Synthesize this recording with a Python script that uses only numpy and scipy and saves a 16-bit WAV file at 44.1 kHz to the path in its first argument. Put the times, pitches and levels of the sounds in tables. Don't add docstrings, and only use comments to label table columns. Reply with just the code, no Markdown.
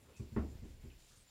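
import sys
import numpy as np
from scipy import signal
from scipy.io import wavfile

SR = 44100
rng = np.random.default_rng(int(sys.argv[2]) if len(sys.argv) > 2 else 0)


def store_pcm(level_fs):
    pcm = np.round(np.clip(level_fs, -1, 1) * 32767).astype(np.int16)
    wavfile.write(sys.argv[1], SR, np.atleast_2d(pcm).T)


def invert_db(level):
    return 10 ** (np.asarray(level, dtype=float) / 20)


N = 57330

# (frequency [Hz], relative density [dB])
RUMBLE_SPECTRUM = [(8.8, -36), (15, -8.5), (75, 4.5), (210, -2.5), (229, -5), (469, -9), (577, -23),
                   (900, -16), (1170, -32), (1980, -120)]
# (time [s], level [dB])
RUMBLE_LEVEL = [(0, -66), (0.098, -63.5), (0.201, -65), (.5, -62.5), (.9, -68), (1.051, -71.5),
                (1.2, -70.5), (1.3, -77)]
# (frequency [Hz], relative density [dB])
HISS_SPECTRUM = [(350, -58), (600, -6), (1170, -13), (1960, -7.5), (2990, -9.5), (5000, -11.5),
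                 (7000, -14.5), (9000, -15.5), (12000, -19.5), (17000, -18)]
# (start [s], length [s], level [dB], start pitch [Hz], end pitch [Hz])
CHIRP_GLIDES = [(0.132, 0.061, -72, 2550, 2650), (0.163, 0.017, -70, 2500, 2520),
                (0.19, 0.023, -71, 2480, 2430), (1.16, 0.045, -72.5, 9000, 8550),
                (1.199, 0.036, -71.5, 7950, 8340)]
# (start [s], level [dB], rise [s], t60 [s], centre [Hz], width [octaves])
LEAF_BRUSHES = [(-.03, -69, .02, 0.28, 9400, 0.73), (.04, -64.5, 0.047, 0.55, 1100, 0.79),
                (0.088, -54, 0.011, 0.13, 455, 0.42), (.163, -64, 0.0025, 0.29, 6300, 0.77),
                (.25, -69.5, 0.025, 0.56, 3250, 1.1), (.64, -71, 0.015, 0.52, 4080, 2),
                (.8, -69.5, 0.089, 1, 3060, 1.55), (0.899, -68, 0.0016, 0.2, 2730, 0.37),
                (.975, -63.5, 0.034, 0.67, 4880, 1.83), (1.071, -62.5, 0.048, 0.48, 4850, 1.5),
                (1.101, -69.5, 0.015, 0.46, 1480, .8), (1.161, -70.5, 0.0075, 0.19, 5450, 1.8),
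                (1.19, -78, 0.014, 0.34, 8400, 0.58), (1.28, -69, 0.0048, 0.14, 3880, 0.92)]
# (time [s], strength [dB], hardness as top of contact [Hz], extra drive of the deep boom [dB])
WOOD_BUMPS = [(0.031, -63.5, 108, 11), (0.196, -37.5, 378, 2), (0.244, -61, 410, 3), (.318, -47, 307, 8),
              (0.3623, -29, 1280, 3), (.372, -38.5, 1410, -0.5), (0.388, -47.5, 1460, -1),
              (0.412, -54.5, 1440, 0), (0.429, -54.5, 285, 9), (0.498, -61, 300, 11), (0.543, -41, 101, 1),
              (.62, -43, 308, 4.5), (0.641, -47.5, 484, -2), (0.698, -54.5, 205, 13.5), (0.739, -51, 88, 2),
              (.838, -44, 390, -2), (0.854, -59, 600, 8), (0.888, -54.5, 132, 11), (1.101, -61, 199, -5.5),
              (1.168, -57, 100, -9.5)]
# (frequency [Hz], relative level [dB], t60 [s])
WOOD_MODES = [(52.3, -9, 0.53), (72.43, 0, 0.43), (119.5, 8.5, 0.14), (172, -5, 0.071), (212, 4, 0.13),
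              (238.5, 1, 0.17), (308.4, -9.5, 0.14), (395.2, -3.5, .23), (471.7, -14.5, 0.19),
              (628, -28, 0.34), (912, -8, 0.044), (1094, -7.5, 0.083), (1380, -52, .07),
              (1690, -13.5, 0.07), (1900, 3, 0.017), (2510, -15, 0.046)]
# (centre [Hz], level re bump [dB], t60 [s])
SHUDDER_BANDS = [(29.2, -20.5, 1.2), (60.5, -20.5, 0.72), (136, -21, 0.47), (265, -13, 0.39),
                 (590, -31, 0.52), (1100, -14, 0.15), (2110, -25, 0.27)]

HISS_DB = -70.5
INSECT_HZ, INSECT_HALF_WIDTH_HZ, INSECT_DB = 7186, 70, -81
INSECT_THROB_DB, INSECT_THROB_CORNER_HZ = 3.5, 30
CHIRP_WOBBLE_FRACTION, CHIRP_WOBBLE_CORNER_HZ = 0.02, 400
CRACKLES_PER_S, CRACKLE_SPREAD_DB = 3300, 1
BOOM_BELOW_HZ = 90
SHUDDER_RISE_S = 0.0025
CHATTER_PER_S, CHATTER_T60_S, CHATTER_DB, CHATTER_ABOVE_HZ = 1000, 0.09, -9, 410
MIC_CUT_HZ = 34.7


def rms_one(x):
    return x / np.sqrt(np.mean(x ** 2) + 1e-20)


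def drift(corner_hz):
    r = np.exp(-2 * np.pi * corner_hz / SR)
    noise = rng.standard_normal(N + SR)
    return rms_one(signal.lfilter([1], [1, -2 * r, r * r], noise)[SR:])


def band(x, low_hz, high_hz):
    sos = signal.butter(2, [low_hz, min(high_hz, 0.45 * SR)], "band", fs=SR, output="sos")
    return signal.sosfilt(sos, x)


def ring(x, hz, t60_s):
    r = invert_db(-60 / (t60_s * SR))
    w = 2 * np.pi * hz / SR
    return signal.lfilter([0, np.sin(w)], [1, -2 * r * np.cos(w), r * r], x + 1e-18)


def swell(start_s, rise_s, t60_s):
    t = np.maximum(np.arange(N) / SR - start_s, 0)
    return (1 - np.exp(-t / max(rise_s, 1e-4))) * invert_db(-60 * t / t60_s)


def soften(x, corner_hz):
    r = np.exp(-2 * np.pi * corner_hz / SR)
    return signal.lfilter([(1 - r) ** 2], [1, -2 * r, r * r], x + 1e-18)


def coloured_noise(spectrum, flicker_db, flicker_corner_hz):
    hz, db = np.transpose(spectrum)
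    edges_hz = hz[0] * 2 ** np.arange(0, np.log2(hz[-1] / hz[0]) + 0.5, 0.5)
    white = rng.standard_normal((2, N + SR))
    together = drift(flicker_corner_hz)
    out = 0
    for k, (low, high) in enumerate(zip(edges_hz, edges_hz[1:])):
        level_db = np.interp(np.log(low * high) / 2, np.log(hz), db)
        flicker = flicker_db * (together + drift(flicker_corner_hz))
        out = out + invert_db(level_db + flicker) * band(white[k % 2], low, high)[SR:]
    return rms_one(out)


def hiss():
    return invert_db(HISS_DB) * coloured_noise(HISS_SPECTRUM, flicker_db=1.13, flicker_corner_hz=5.4)


def rumble():
    level_db = np.interp(np.arange(N) / SR, *np.transpose(RUMBLE_LEVEL))
    return invert_db(level_db) * coloured_noise(RUMBLE_SPECTRUM, flicker_db=0.9, flicker_corner_hz=5)


def insect():
    noise = rng.standard_normal(N)
    line = rms_one(band(noise, INSECT_HZ - INSECT_HALF_WIDTH_HZ, INSECT_HZ + INSECT_HALF_WIDTH_HZ))
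    return invert_db(INSECT_DB + INSECT_THROB_DB * drift(INSECT_THROB_CORNER_HZ)) * line


def chirps():
    out = np.zeros(N)
    wobble = 1 + CHIRP_WOBBLE_FRACTION * drift(CHIRP_WOBBLE_CORNER_HZ)
    for start_s, length_s, db, start_hz, end_hz in CHIRP_GLIDES:
        part = np.clip((np.arange(N) / SR - start_s) / length_s, 0, 1)
        pitch_hz = (start_hz + (end_hz - start_hz) * part) * wobble
        phase = 2 * np.pi * np.cumsum(pitch_hz) / SR
        out += invert_db(db) * np.sqrt(2 * np.sin(np.pi * part)) * np.sin(phase)
    return out


def leaves():
    sizes = invert_db(CRACKLE_SPREAD_DB * np.minimum(rng.exponential(1, N), 5)) * rng.choice([-1, 1], N)
    crackle = sizes * (rng.random(N) < CRACKLES_PER_S / SR)
    out = np.zeros(N)
    for start_s, db, rise_s, t60_s, hz, octaves in LEAF_BRUSHES:
        half = 2 ** (octaves / 2)
        out += invert_db(db) * swell(start_s, rise_s, t60_s) * rms_one(band(crackle, hz / half, hz * half))
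    return out


def bumped_wood():
    force, boom_force, out = np.zeros(N), np.zeros(N), np.zeros(N)
    chatter = (rng.random(N) < CHATTER_PER_S / SR) * rng.standard_normal(N)
    noises = []
    for hz, _, _ in SHUDDER_BANDS:
        noise = rng.standard_normal(N + SR)
        noises.append(rms_one(band(noise, hz / np.sqrt(2), hz * np.sqrt(2))[SR:]))
    for time_s, db, top_hz, boom_db in WOOD_BUMPS:
        touch = invert_db(CHATTER_DB) * chatter * swell(time_s, 0, CHATTER_T60_S)
        touch = touch - soften(touch, CHATTER_ABOVE_HZ)
        touch[int(time_s * SR)] -= 1
        push = invert_db(db - 7) * soften(soften(touch, top_hz), 2 * top_hz)
        force += push
        boom_force += invert_db(boom_db) * push
        for noise, (hz, level_db, t60_s) in zip(noises, SHUDDER_BANDS):
            softness = 1 / (1 + (hz / top_hz) ** 2)
            out += invert_db(db + level_db) * softness * noise * swell(time_s, SHUDDER_RISE_S, t60_s)
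    for k, (hz, db, t60_s) in enumerate(WOOD_MODES):
        drive = boom_force if hz < BOOM_BELOW_HZ else force
        out += (-1) ** k * invert_db(db) * ring(drive, hz, t60_s)
    return out


def scene():
    background = hiss() + rumble()
    mix = background + bumped_wood() + leaves() + chirps() + insect()
    return mix[None, :]


def band_limit(x):
    return signal.sosfilt(signal.butter(12, 15620, fs=SR, output="sos"), x)


def record(dry):
    r = np.exp(-2 * np.pi * MIC_CUT_HZ / SR)
    mix = signal.lfilter([1, -1], [1, -r], dry)
    return band_limit(mix)


dry = scene()
out = record(dry)
store_pcm(out)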